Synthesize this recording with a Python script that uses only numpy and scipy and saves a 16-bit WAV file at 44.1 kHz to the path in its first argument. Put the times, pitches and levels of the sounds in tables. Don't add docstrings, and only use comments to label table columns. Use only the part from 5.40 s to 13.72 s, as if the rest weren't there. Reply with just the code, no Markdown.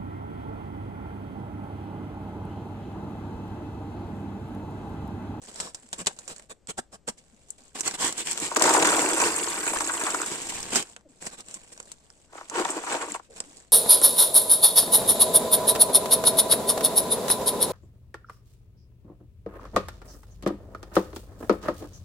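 import sys
import numpy as np
from scipy import signal
from scipy.fft import rfft, irfft
from scipy.io import wavfile
from scipy.ndimage import uniform_filter1d, map_coordinates

SR = 44100
rng = np.random.default_rng(int(sys.argv[2]) if len(sys.argv) > 2 else 0)


def digitize_waveform(pressure):
    field = np.atleast_2d(pressure).T
    bounded = np.clip(field, -1, 1)
    quanta = np.round(bounded * 32767).astype(np.int16)
    wavfile.write(sys.argv[1], SR, quanta)


N = 366912
TIME = np.arange(N) / SR
GRAIN_SIZE = 2048
AGE = np.arange(GRAIN_SIZE) / SR
GRAIN_HZ = np.maximum(np.arange(GRAIN_SIZE // 2 + 1), .5) * SR / GRAIN_SIZE
HOLDING_BAG = (TIME > 2.33) & (TIME < 5.5)

# f/Hz, level/dB
BAG_CRINKLE = [(500, -1.5), (1100, -14), (1800, 3.5), (3000, 3), (4500, -1.5), (6500, -1), (9000, 3.5),
               (15000, -2)]
SACK_CRINKLE = [(500, 10.5), (1100, -18.5), (1800, 5.5), (3000, 4), (4500, 1.5), (6500, 1.5), (9000, 7),
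                (15000, -2.5)]
# f/Hz, level/dB
BAG_FLAP = [(40, -27), (100, -7.5), (160, -1.5), (240, 2), (350, 5), (600, -1.5), (1000, 2.5), (1600, -2),
            (3000, -35.5)]
SACK_FLAP = [(40, -17.5), (100, -9), (160, 3), (220, 2.5), (320, -3), (550, 5.5), (1000, 0.5), (1600, -2),
             (3000, -34.5)]


def amp(db):
    return 10 ** (np.asarray(db) / 20)


def held(start, end, attack_s, release_s):
    outside = np.maximum((start - TIME) / attack_s, (TIME - end) / release_s)
    return np.exp(-np.clip(outside, 0, 30))


def swell(t, length_s, fall_to_rise=1, roundness=2):
    away = np.maximum(t - TIME, (TIME - t) / fall_to_rise) / length_s
    return np.exp(-np.minimum(away ** roundness, 30))


def uneven(spread_db, per_s):
    steps = rng.standard_normal(GRAIN_SIZE)
    return amp(spread_db * np.interp(TIME * per_s, np.arange(len(steps)), steps))


def add(out, start, grain):
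    out[:, start:start + grain.shape[1]] += grain[:, :N - start]


def colour(x, spectrum, keep_level=True):
    hz, db = np.transpose(spectrum)
    gains = amp(np.interp(np.log(GRAIN_HZ), np.log(hz), db))
    cepstrum = irfft(np.log(gains))
    cepstrum *= 1 + np.sign(np.fft.fftfreq(GRAIN_SIZE))
    response = irfft(np.exp(rfft(cepstrum)))
    if keep_level:
        response = response / np.linalg.norm(response)
    return signal.fftconvolve(x, response[None], axes=1)[:, :N]


def resonance(hz, q):
    return 1 / (1 + 1j * q * (GRAIN_HZ / hz - hz / GRAIN_HZ))


def stereo_grain(shared, own, alike_hz=1400, treble_share=0.17):
    alike = treble_share + (1 - treble_share) / (1 + (GRAIN_HZ / alike_hz) ** np.pi)
    grain = irfft(np.sqrt(alike) * shared + np.sqrt(1 - alike) * own)
    return grain / np.sqrt(np.sum(grain ** 2) / 2)


def tick(decay_s, pitch_hz, ring_db=5, ring_q=0.48, tail_db=-22, tail_s=0.27):
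    fade = np.exp(-AGE / decay_s) + amp(tail_db) * np.exp(-AGE / tail_s)
    burst = rfft(rng.standard_normal((3, GRAIN_SIZE)) * fade)
    burst *= 1 + amp(ring_db) * resonance(pitch_hz, ring_q)
    return stereo_grain(burst[0], burst[1:])


def ticks(decay_s, ring_db=10, ring_q=5, dulling=0):
    pitches = np.geomspace(1600, 10000, 60)
    return [tick(decay_s * amp(rng.normal(0, 3)), hz, ring_db, ring_q * (pitches[0] / hz) ** dulling)
            for hz in pitches]


def patter(grains, per_s, spread_db, even_s=0.2):
    starts = np.flatnonzero(rng.random(N) < per_s / SR)
    sizes = amp(spread_db * np.minimum(rng.exponential(1, N), 4)) * rng.choice([-1, 1], N)
    picks = rng.integers(0, len(grains), N)
    out = np.zeros((2, N))
    for i in starts:
        add(out, i, sizes[i] * grains[picks[i]])
    power = np.mean(out ** 2, axis=0)
    for _ in range(2):
        power = uniform_filter1d(power, int(even_s * SR))
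    return out / np.sqrt(np.abs(power) + 1e-9)


def strays(gain, level_db, spread_db, tries):
    moments = rng.integers(0, N, tries)
    offsets_db = level_db + spread_db * rng.uniform(-2.2, 2.6, tries)
    return [(i / SR, 20 * np.log10(gain[i]) + db) for i, db in zip(moments, offsets_db) if gain[i] > 1e-4]


def air(garden_db=-73, rumble_db=-1):
    # f/Hz, level/dB
    garden_tone = [(40, -25), (200, -1), (500, 4), (1200, -10.5), (3000, -16.5), (8000, -27.5),
                   (15000, -29)]
    rumble_tone = [(15, -2), (30, -2), (60, -2.5), (110, -7.5), (250, -9), (1000, -37)]
    # t/s, length/s, level/dB
    gusts = [(3.4, 0.18, -66), (3.87, 0.068, -71), (4.38, 0.07, -58), (5.22, 0.11, -52.5)]
    noise = rng.standard_normal((2, 3, N))
    garden, low_noise = noise[:, :1] + 0.74 * noise[:, 1:]
    rumble_level = amp(-67.5) + sum(amp(db) * swell(t, length_s) for t, length_s, db in gusts)
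    rumble = rumble_level * colour(low_noise, rumble_tone) * amp([[2], [-2]])
    return amp(garden_db) * colour(garden, garden_tone) + amp(rumble_db) * rumble


def film(x, bag_tone, sack_tone):
    return colour(x * HOLDING_BAG, bag_tone) + colour(x * ~HOLDING_BAG, sack_tone)


def rustle_gain():
    # start/s, end/s, level/dB
    grips = [(0.01, 0.27, -52), (0.337, 0.545, -59), (0.526, 1.03, -57.5), (1.775, 2.146, -65.5),
             (2.084, 2.088, -64), (2.182, 2.292, -57.5), (2.352, 2.374, -39.5), (2.436, 2.527, -41),
             (2.6, 2.823, -45), (2.859, 3.125, -39.5), (4.868, 5.339, -38.5), (5.38, 5.536, -54),
             (5.69, 6.86, -64.5), (5.814, 5.865, -43), (6.045, 6.522, -61), (7.045, 7.12, -54.5),
             (7.904, 8.208, -55.5), (8.226, 8.32, -69.5)]
    grip = sum(amp(db) * held(start, end, attack_s=0.0032, release_s=0.026) for start, end, db in grips)
    return grip * uneven(spread_db=0.94, per_s=45)


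def rustle(crinkle_db=-3, flap_db=-5.5):
    per_s = np.where(HOLDING_BAG, 1400, 600)
    buckles = rustle_gain() * patter(ticks(decay_s=.0016), per_s, spread_db=3)
    crinkle = film(buckles, BAG_CRINKLE, SACK_CRINKLE)
    flap = film(buckles, BAG_FLAP, SACK_FLAP)
    return amp(crinkle_db) * crinkle + amp(flap_db) * flap


def folds(count=26, spread_db=3):
    levels_db = spread_db * rng.standard_normal(count) * signal.windows.tukey(count, .2)
    return np.transpose([np.geomspace(900, 7000, count), levels_db])


def tugs(crinkle_db=-5, flap_db=-2):
    # t/s, length/s, level/dB, extra flapping/dB
    pulls = [(0.09, 0.014, -45, -5), (0.228, 0.059, -41, -2), (.602, 0.019, -35, -4),
             (0.906, 0.024, -39, -5.5), (1.111, 0.014, -41.5, -2.5), (1.299, 0.014, -32.5, -6),
             (1.388, 0.011, -32, -0.5), (1.541, 0.018, -46.5, 0), (1.688, 0.012, -29.5, -3.5),
             (1.785, 0.0095, -51, -19), (2.394, 0.01, -33, -11), (2.457, 0.0059, -31, -13),
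             (2.475, 0.014, -25.5, -7.5), (2.548, 0.011, -31, -5.5), (2.644, 0.047, -23.5, -7.5),
             (2.798, 0.025, -29, -11), (2.892, 0.039, -31, -26), (3.042, 0.035, -28.5, -7),
             (4.927, 0.021, -33.5, -1.5), (4.986, 0.011, -43, -5), (5.098, 0.0095, -28.5, -27),
             (5.154, 0.016, -33.5, -23), (5.329, 0.0078, -34, 2.5), (5.367, 0.042, -26.5, -5),
             (5.868, 0.0077, -31.5, -7), (5.934, 0.019, -43.5, -5.5), (5.995, 0.019, -43, -5.5),
             (6.109, 0.038, -48, -9), (6.166, 0.0099, -46.5, -7), (6.328, 0.0093, -43.5, -8.5),
             (7.975, 0.017, -44, -5), (8.163, 0.014, -58, -13)]
    buckles = patter(ticks(decay_s=.0015), per_s=2600, spread_db=2.6, even_s=.01)
    crinkle, flap = np.zeros((2, 2, N))
    for t, length_s, db, slack_db in pulls:
        pull = swell(t, length_s, fall_to_rise=1.185, roundness=2.8)
        span = np.flatnonzero(pull > 1e-3)
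        crumple = amp(db) * colour(buckles[:, span] * pull[span], folds())
        add(crinkle, span[0], crumple)
        add(flap, span[0], amp(slack_db) * crumple)
    return (amp(crinkle_db) * film(crinkle, BAG_CRINKLE, SACK_CRINKLE)
            + amp(flap_db) * film(flap, BAG_FLAP, SACK_FLAP))


def snaps(stone, crack_db=21, body_db=14):
    # t/s, decay/s, level/dB, tightness/dB, left minus right/dB, f/Hz
    cracks = [(0.159, 0.004, -40.0, -2, -1.0, 4390.0), (0.201, 0.0096, -26, -0.5, -1, 4140),
              (0.346, 0.0052, -34.5, -1, 0, 5070), (0.529, 0.0073, -28, -2, 0, 3370),
              (0.661, 0.0055, -30.5, -3, -2.5, 4390.0), (0.669, 0.0063, -17.5, -3, 3.5, 3570),
              (0.788, 0.0044, -38, 1.5, -4, 4200), (0.878, 0.0061, -36.0, -3, -4, 6080.0),
              (0.962, 0.0045, -43, 0.0, -1, 4200), (0.996, 0.0019, -46.5, -6.0, -2, 1970),
              (1.272, 0.0017, -45, -1, -4, 4390), (1.677, 0.0045, -37, -10, -4.0, 8910.0),
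              (2.104, 0.0023, -35, 12, 5.5, 9100), (2.407, 0.004, -24.5, 1.5, -3, 6090),
              (2.477, 0.003, -23.5, 1, -5, 4950), (2.511, 0.0021, -33, -6, -4, 5420.0),
              (2.647, 0.0031, -28, 5, -14, 3420.0), (2.725, 0.0026, -30.5, 0, -1, 4000),
              (2.779, 0.0023, -31.5, 2.0, -5, 2930.0), (2.871, 0.0022, -31.5, -3, 19, 3050.0),
              (2.912, 0.0021, -29, 2, 15, 2800), (2.919, 0.0024, -26.5, 3.0, -6, 4300.0),
              (2.93, 0.0018, -29.5, 8.0, -2, 4920.0), (2.976, 0.0019, -25.5, 1, 3, 3580),
              (3.001, 0.00081, -28, 22, -1, 6190.0), (3.148, 0.0011, -37.0, 13, 6, 6950.0),
              (3.161, 0.0045, -22.5, -4, 5, 2080.0), (3.168, 0.002, -21.0, 10, 1, 3440),
              (3.196, 0.002, -29, 0, 11, 5960.0), (3.222, 0.0028, -12, 0.5, 3, 2420),
              (3.24, 0.0025, -20, 0, -1, 5700), (3.294, 0.004, -19, -1, 3.5, 2080.0),
              (3.338, 0.0051, -16.5, 7, 5.0, 2120.0), (3.399, 0.004, -26, -7, 6, 3840.0),
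              (3.425, 0.0035, -19.5, -6, 1.0, 2770), (3.446, 0.0033, -28, -5, 0, 6950),
              (3.454, 0.003, -27, 0, 1, 7080), (3.472, 0.0049, -20, 7, 4, 2000.0),
              (3.566, 0.0033, -24, -3, -2, 2520.0), (3.594, 0.003, -30, 0, -2, 7300),
              (3.817, 0.0067, -21.0, 5, 0.0, 2420.0), (3.962, 0.0043, -27.0, 15.0, 4, 8580.0),
              (4.035, 0.0062, -29, 8.0, 2, 8420.0), (4.192, 0.001, -39, 7, 0, 8580),
              (4.266, 0.0018, -33, -6, -3, 8260), (4.335, 0.004, -30.0, 2.0, 0.0, 2630),
              (4.406, 0.0062, -23.5, -1.5, 2, 2120.0), (4.474, 0.0022, -30, 11, 0.0, 6560.0),
              (4.537, 0.0029, -32, 3.0, 1.0, 8060), (4.745, 0.003, -30.5, -2, -5, 3950),
              (4.817, 0.002, -31.5, 11, -4.5, 7500.0), (4.829, 0.0018, -37, -6, 2, 2040),
              (4.861, 0.003, -32.5, 6.0, -1, 7700), (5.204, 0.0022, -35, 10, -5.5, 4220.0),
              (5.229, 0.0019, -32, 3, -4, 5210.0), (5.35, 0.0026, -26, 11, -1, 2000),
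              (5.357, 0.014, -13.5, -2.5, -2.5, 4560), (5.425, 0.0024, -31, -2, -4, 2040),
              (5.564, 0.0015, -41.0, -8, -0.5, 2990.0), (5.868, 0.0005, -35.5, -2.5, -9, 2000.0),
              (6.006, 0.0023, -42, 3, -6, 4650.0), (6.085, 0.001, -43.5, 2, 3, 4220.0),
              (6.111, 0.001, -44.0, 3, 5.5, 2380.0), (6.141, 0.007, -33, 7, 0.0, 2770.0),
              (6.377, 0.0011, -46, -2, 2.5, 5740.0), (6.401, 0.0018, -38, -5.5, -1, 7300),
              (6.428, 0.0015, -52, 5, 1, 6820.0), (6.517, 0.0036, -37, 4.5, 2, 4060.0),
              (6.702, 0.0014, -50, -4, -3, 5110.0), (7.098, 0.002, -35.5, -2, -3, 6190),
              (7.16, 0.004, -38, -10, -2, 2290), (7.25, 0.0034, -29.5, -5.5, 0, 3370),
              (7.304, 0.0097, -30, 19, 1, 8900), (7.72, 0.001, -38.5, 18, 1, 7650),
              (7.743, 0.0034, -42, -4, 4, 2080), (8.003, 0.0014, -29, -2, -1, 5440),
              (8.17, 0.0025, -47.5, 8, -3, 4300.0)]
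    # f/Hz, level/dB
    bag_tone = [(500, -13.5), (1200, -3.5), (2200, 0), (4200, -2.5), (6500, 2.5), (9000, 5.5), (15000, -1)]
    sack_tone = [(500, -0.5), (1200, 0.5), (2200, 0.5), (4200, -0.5), (6500, 4), (9000, 7.5), (15000, -9)]
    activity = rustle_gain() + 0.15 * stone
    lesser = [(t, .0015, db, rng.normal(3, 4), rng.normal(0, 4), 4200 * amp(rng.normal(0, 3.9)))
              for t, db in strays(activity, level_db=-5, spread_db=3.5, tries=110)]
    crack, body = np.zeros((2, 2, N))
    for t, decay_s, db, tight_db, pan_db, hz in cracks + lesser:
        pan = amp([[pan_db / 2], [-pan_db / 2]])
        burst = tick(decay_s, hz, ring_db=2.5, ring_q=4, tail_db=-26, tail_s=.008)
        bright_db = 0.98 * tight_db
        tilt = [(2500, -bright_db), (7000, bright_db / 2)]
        add(crack, round(t * SR), amp(db) * pan * colour(burst, tilt)[:, :GRAIN_SIZE])
        add(body, round(t * SR), amp(db - tight_db) * tick(decay_s=0.0049, pitch_hz=5000))
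    return (amp(crack_db) * film(crack, bag_tone, sack_tone)
            + amp(body_db) * film(body, BAG_FLAP, SACK_FLAP))


def rubs(q=5):
    # t/s, length/s, level/dB, f/Hz
    strokes = [(0.274, 0.0034, -42.5, 980), (.615, 0.016, -47, 170), (1.121, 0.01, -49, 510),
               (1.39, 0.0064, -35.5, 800), (1.681, 0.0036, -35.5, 510), (2.638, 0.045, -37.5, 980),
               (7.909, 0.012, -51, 480), (7.936, 0.0069, -54, 475), (7.965, 0.02, -57, 470),
               (8.09, 0.032, -57, 272)]
    slips = patter(ticks(decay_s=.001), per_s=1500, spread_db=2, even_s=.01)
    out = np.zeros((2, N))
    for t, length_s, db, hz in strokes:
        press = swell(t, length_s)
        span = np.flatnonzero(press > 1e-3)
        groan = signal.lfilter(*signal.iirpeak(hz, q, fs=SR), slips[:1, span])
        groan = signal.lfilter(*signal.iirpeak(hz, q / 2, fs=SR), groan) * press[span]
        add(out, span[0], amp(db) * groan * np.linalg.norm(press) / np.linalg.norm(groan))
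    return out


def far_tones(width_s=0.012, sag_per_s=5):
    # t/s, level/dB, f/Hz
    tones = [(.45, -53.5, 241), (1.94, -55, 225), (2.22, -59, 254), (5.665, -55, 305), (5.665, -53, 578),
             (5.705, -54, 266)]
    out = np.zeros(N)
    for t, db, hz in tones:
        since = np.clip(TIME - t, -.1, .1)
        phase = 2 * np.pi * hz * since * (1 - sag_per_s * since)
        out += amp(db) * np.exp(-(since / width_s) ** 2) * np.sin(phase)
    return out


def thumps(level_db=-3, decay_s=0.011, rise_s=0.0032):
    # t/s, level/dB, f/Hz
    jolts = [(0.61, -54, 164), (0.672, -28, 404), (1.288, -33.5, 160), (1.383, -27, 233),
             (1.684, -30.5, 212), (2.351, -33.5, 272), (3.023, -30.5, 290), (3.371, -18.5, 310),
             (3.465, -18, 306), (5.359, -22.5, 252), (5.868, -40, 234), (7.177, -15.5, 366),
             (7.201, -19.5, 337)]
    fade = (1 - np.exp(-AGE / rise_s)) * np.exp(-AGE / decay_s)
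    fade *= np.cos(np.pi / 2 * AGE / AGE[-1])
    out = np.zeros((2, N))
    for t, db, hz in jolts:
        swing = fade * np.sin(2 * np.pi * hz * AGE)
        add(out, round(t * SR), amp(db + level_db) * swing[None])
    return out


def pot(x, ring_db=-2):
    # f/Hz, width/Hz, level/dB
    notes = [(252, 65, -3), (316.6, 46, 16), (450, 120, -6), (575, 19, -10), (873, 13, -8), (950, 71, -3),
             (1090, 24, -19.5), (1448, 92, -1.5)]
    ringing = sum(amp(db) * signal.lfilter(*signal.iirpeak(hz, hz / width, fs=SR), x)
                  for hz, width, db in notes)
    return x + amp(ring_db) * ringing


def bending_wave(hz, q=1, travel_s=.0045, rattle_db=-21, rattle_s=0.011):
    push = amp(rattle_db) * rng.standard_normal((3, GRAIN_SIZE)) * np.exp(-AGE / rattle_s)
    push[:, 0] += rng.choice([-1, 1], 3)
    delay = np.exp(-4j * np.pi * travel_s * np.sqrt(1000 * GRAIN_HZ))
    wave = rfft(push) * delay * resonance(hz, q) ** 2
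    return stereo_grain(wave[0], wave[1:])


def knocks(drum, level_db=20, click_db=-14, lead_s=0.001008):
    # t/s, level/dB, f/Hz, rattle/s
    hits = [(3.113, -25, 870, 0.0083), (3.162, -19, 1190, 0.0032), (3.21, -18.5, 840, 0.0056),
            (3.254, -23, 990, 0.01), (3.274, -15.5, 970, 0.025), (3.293, -15, 920, 0.031),
            (3.346, -15, 880, 0.017), (3.365, -16.5, 795, 0.009), (3.378, -18, 680, 0.0084),
            (3.424, -17.5, 815, 0.005), (3.447, -17, 1330, 0.012), (3.472, -19, 1370, .004),
            (3.528, -20.5, 900, 0.0062), (3.545, -24, 1150, .008), (3.578, -21, 650, 0.0069),
            (3.643, -24.5, 890, 0.005), (3.769, -29, 1070, 0.0047), (3.8, -25, 1030, .004),
            (3.817, -17.5, 992, 0.0098), (4.071, -26.5, 1100, .005), (4.126, -31.5, 980, 0.0029),
            (4.264, -25, 1300, 0.0056), (4.332, -25.5, 781, .008), (4.358, -23.5, 1100, 0.0046),
            (4.404, -22, 1060, 0.0085), (4.492, -21, 1200, 0.012), (4.537, -28, 928, 0.0082),
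            (4.611, -26, 1350, 0.0073), (4.666, -19, 1130, 0.018), (4.743, -20, 1130, 0.0092),
            (4.799, -28, 1260, 0.0049), (4.815, -27, 1093, 0.0043), (4.829, -29.5, 1240, 0.0025),
            (4.861, -46, 1140, .003), (5.12, -37.5, 850, 0.0023), (6.929, -42, 1000, 0.0018),
            (6.95, -37.5, 870, 0.004), (6.978, -34.5, 1020, 0.0046), (7.009, -34.5, 960, 0.0057),
            (7.109, -34.5, 985, 0.012), (7.186, -23, 920, 0.0069), (7.25, -19.5, 980, 0.005),
            (7.373, -34, 950, .009), (7.435, -31, 840, 0.0034), (7.467, -24, 1000, 0.027),
            (7.514, -27, 945, 0.0092), (7.543, -21.5, 764, 0.014), (7.569, -37, 600, 0.005),
            (7.624, -26.5, 950, 0.011), (7.68, -34.5, 770, 0.0024), (7.744, -25.5, 940, 0.01),
            (7.759, -33, 955, 0.0023), (7.794, -38.5, 910, 0.0037)]
    lesser = [(t, db, 1010 * amp(rng.normal(0, 2.5)), .003)
              for t, db in strays(drum, level_db=-3, spread_db=2.5, tries=130)]
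    out = np.zeros((2, N))
    for t, db, hz, rattle_s in hits + lesser:
        click = tick(decay_s=.0012, pitch_hz=2200, ring_db=14)
        wave = bending_wave(hz, q=1.27, rattle_db=-20, rattle_s=rattle_s)
        add(out, round((t - lead_s) * SR), amp(db + level_db) * (wave + amp(click_db) * click))
    return pot(out, ring_db=-6.5)


def gravel_motion(start_s=3.259, end_s=4.86, pour_db=-25, thinning_db_per_s=6.5):
    # t/s, length/s, dip/dB
    lulls = [(3.323, 0.0078, -7), (3.39, .005, -3), (3.44, 0.0051, -7)]
    # t/s, length/s, clicks/dB, drumming/dB, thud/dB
    shoves = [(3.168, 0.0056, -44, -21.5, -20), (3.822, 0.025, -30, -34.5, -47),
              (3.865, 0.022, -38, -34, -33), (4.312, 0.047, -42, -48, -55), (4.654, 0.11, -41.5, -41, -56),
              (6.979, 0.059, -54.5, -48, -54), (7.185, 0.043, -35, -25.5, -34.5),
              (7.294, 0.034, -39, -33, -38.5), (7.37, 0.027, -44.5, -34, -41.5),
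              (7.468, 0.06, -40.5, -39.5, -43.5), (7.535, 0.034, -41.5, -29, -36.5),
              (7.626, 0.035, -40, -33.5, -45), (7.706, 0.022, -41.5, -46, -39.5),
              (7.751, 0.013, -40, -43.5, -59), (7.844, 0.027, -63.5, -79, -62)]
    stream = amp(pour_db - thinning_db_per_s * (TIME - start_s))
    stream *= held(start_s, end_s, attack_s=0.043, release_s=.1)
    stream *= amp(sum(db * swell(t, length_s) for t, length_s, db in lulls))
    covering_s = [3.2, 4.08]
    drum_db = np.interp(TIME, covering_s, [7, -6.5])
    thud_db = np.interp(TIME, covering_s, [0.5, -9.5])
    gains = stream * np.array([np.ones(N), amp(drum_db), amp(thud_db)])
    for t, length_s, *levels_db in shoves:
        gains += amp(levels_db)[:, None] * swell(t, length_s, fall_to_rise=1.26)
    clumps = uneven(spread_db=0.9, per_s=70)
    return gains * (gains > 1e-5) * clumps


def gravel(stone, drum, thud, stone_db=-2, drum_db=-5, thud_db=-4, soil_from_s=6):
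    # f/Hz, level/dB
    stone_tone = [(600, -13), (1200, 14.5), (1700, 4.5), (2500, 0.5), (3600, -14.5), (5000, -20), (7000, 3),
                  (9000, 10), (15000, 6.5)]
    soil_tone = [(600, -14), (1200, 18), (1700, 1), (2500, 5), (3600, -3.5), (5000, -11), (7000, -0.5),
                 (9000, 7), (15000, -2)]
    thud_tone = [(50, -55), (110, -11.5), (180, 2.5), (260, 0.5), (360, -2), (500, -1), (900, -45),
                 (2500, -6)]
    contacts = ticks(decay_s=.0018, ring_db=21, ring_q=24, dulling=1)
    clicks = stone * patter(contacts, per_s=850 * (stone > 0), spread_db=2.8, even_s=.04)
    waves = [bending_wave(hz=950 * amp(rng.normal(0, 2.64))) for _ in range(60)]
    drumming = drum * patter(waves, per_s=320 * (drum > 0), spread_db=2.8, even_s=.02)
    mass = thud * patter(ticks(decay_s=.004), per_s=500 * (thud > 0), spread_db=2.5, even_s=.03)
    base = amp(drum_db) * drumming + amp(thud_db) * colour(mass, thud_tone)
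    soiled = TIME > soil_from_s
    grit = uneven(spread_db=0.5, per_s=92)
    crunch = colour(clicks * ~soiled, stone_tone) + colour(clicks * soiled * grit, soil_tone)
    return amp(stone_db) * crunch + pot(base)


def clink(hz, decay_s=.003, tap_db=-1):
    notes_hz = hz * amp(np.array([[0], [3], [6]]) + rng.normal(0, 1, (3, 1)))
    notes = np.sin(2 * np.pi * notes_hz * AGE) * np.exp(-AGE / decay_s)
    ring = rfft(rng.standard_normal((3, 3)) @ notes)
    return stereo_grain(ring[0], ring[1:]) + amp(tap_db) * tick(decay_s=.0006, pitch_hz=hz)


def clinks(stone, level_db=-9):
    # f/Hz, level/dB
    pebble_tone = [(1500, 4.5), (2800, 0.5), (4500, -4.5), (7000, -2), (9000, 2), (14000, -13.5)]
    pebbles = [clink(hz) for hz in np.geomspace(2000, 5000, 50)]
    contacts = patter(pebbles, per_s=140 * (stone > 0), spread_db=2.3, even_s=.12)
    return amp(level_db) * colour(stone * contacts, pebble_tone)


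def follow_hands(x, sack_lag_ms=0.18, bag_lag_ms=0.1, pot_lag_ms=-0.16, move_s=0.067):
    # start/s, end/s
    over_pot = [(2.95, 5.17), (6.85, 7.82)]
    lag_ms = np.where(HOLDING_BAG, bag_lag_ms, sack_lag_ms)
    for start, end in over_pot:
        lag_ms[(TIME > start) & (TIME < end)] = pot_lag_ms
    lag_samples = uniform_filter1d(lag_ms, int(move_s * SR)) * SR / 1000
    left = map_coordinates(x[0], [np.arange(N) - lag_samples], order=3)
    return np.array([left, x[1]])


def echoes(x, near_db=-14, tail_db=-20, tail_s=0.18):
    age = TIME[:SR // 2]
    response = rng.standard_normal((2, len(age))) * amp(-60 * age / tail_s) * (age > .005)
    response *= amp(tail_db) / np.linalg.norm(response, axis=1, keepdims=True)
    for side in response:
        bounces = (rng.uniform(.001, .007, 4) * SR).astype(int)
        side[bounces] += amp(near_db) / 2 * rng.choice([-1, 1], 4)
    return x + signal.fftconvolve(x, response, axes=1)[:, :N]


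def scene():
    stone, drum, thud = gravel_motion()
    bags = rustle() + tugs() + rubs() + snaps(stone) + thumps()
    pouring = gravel(stone, drum, thud) + clinks(stone) + knocks(drum)
    return echoes(follow_hands(bags + pouring)) + air() + far_tones()


def record(dry, cutoff_hz=15500):
    # f/Hz, left minus right/dB
    balance = [(60, 3.5), (200, 2.5), (500, 1), (1000, 2), (2000, -0.5), (4000, 0.5), (7500, -2),
               (12000, 1)]
    # f/Hz, level/dB
    microphone_tone = [(3500, 1.5), (5200, 4), (6400, 5), (7300, 10), (7900, 11), (8500, 6), (9300, -2.5),
                       (10200, -10), (12500, -8), (15500, -14.5)]
    left = colour(dry[:1], [(hz, db / 2) for hz, db in balance], keep_level=False)
    right = colour(dry[1:], [(hz, -db / 2) for hz, db in balance], keep_level=False)
    heard = colour(np.vstack([left, right]), microphone_tone, keep_level=False)
    treble_cut = signal.ellip(10, .2, 80, cutoff_hz, fs=SR, output="sos")
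    return signal.sosfilt(treble_cut, np.tanh(heard))


dry = scene()
out = record(dry)
digitize_waveform(out)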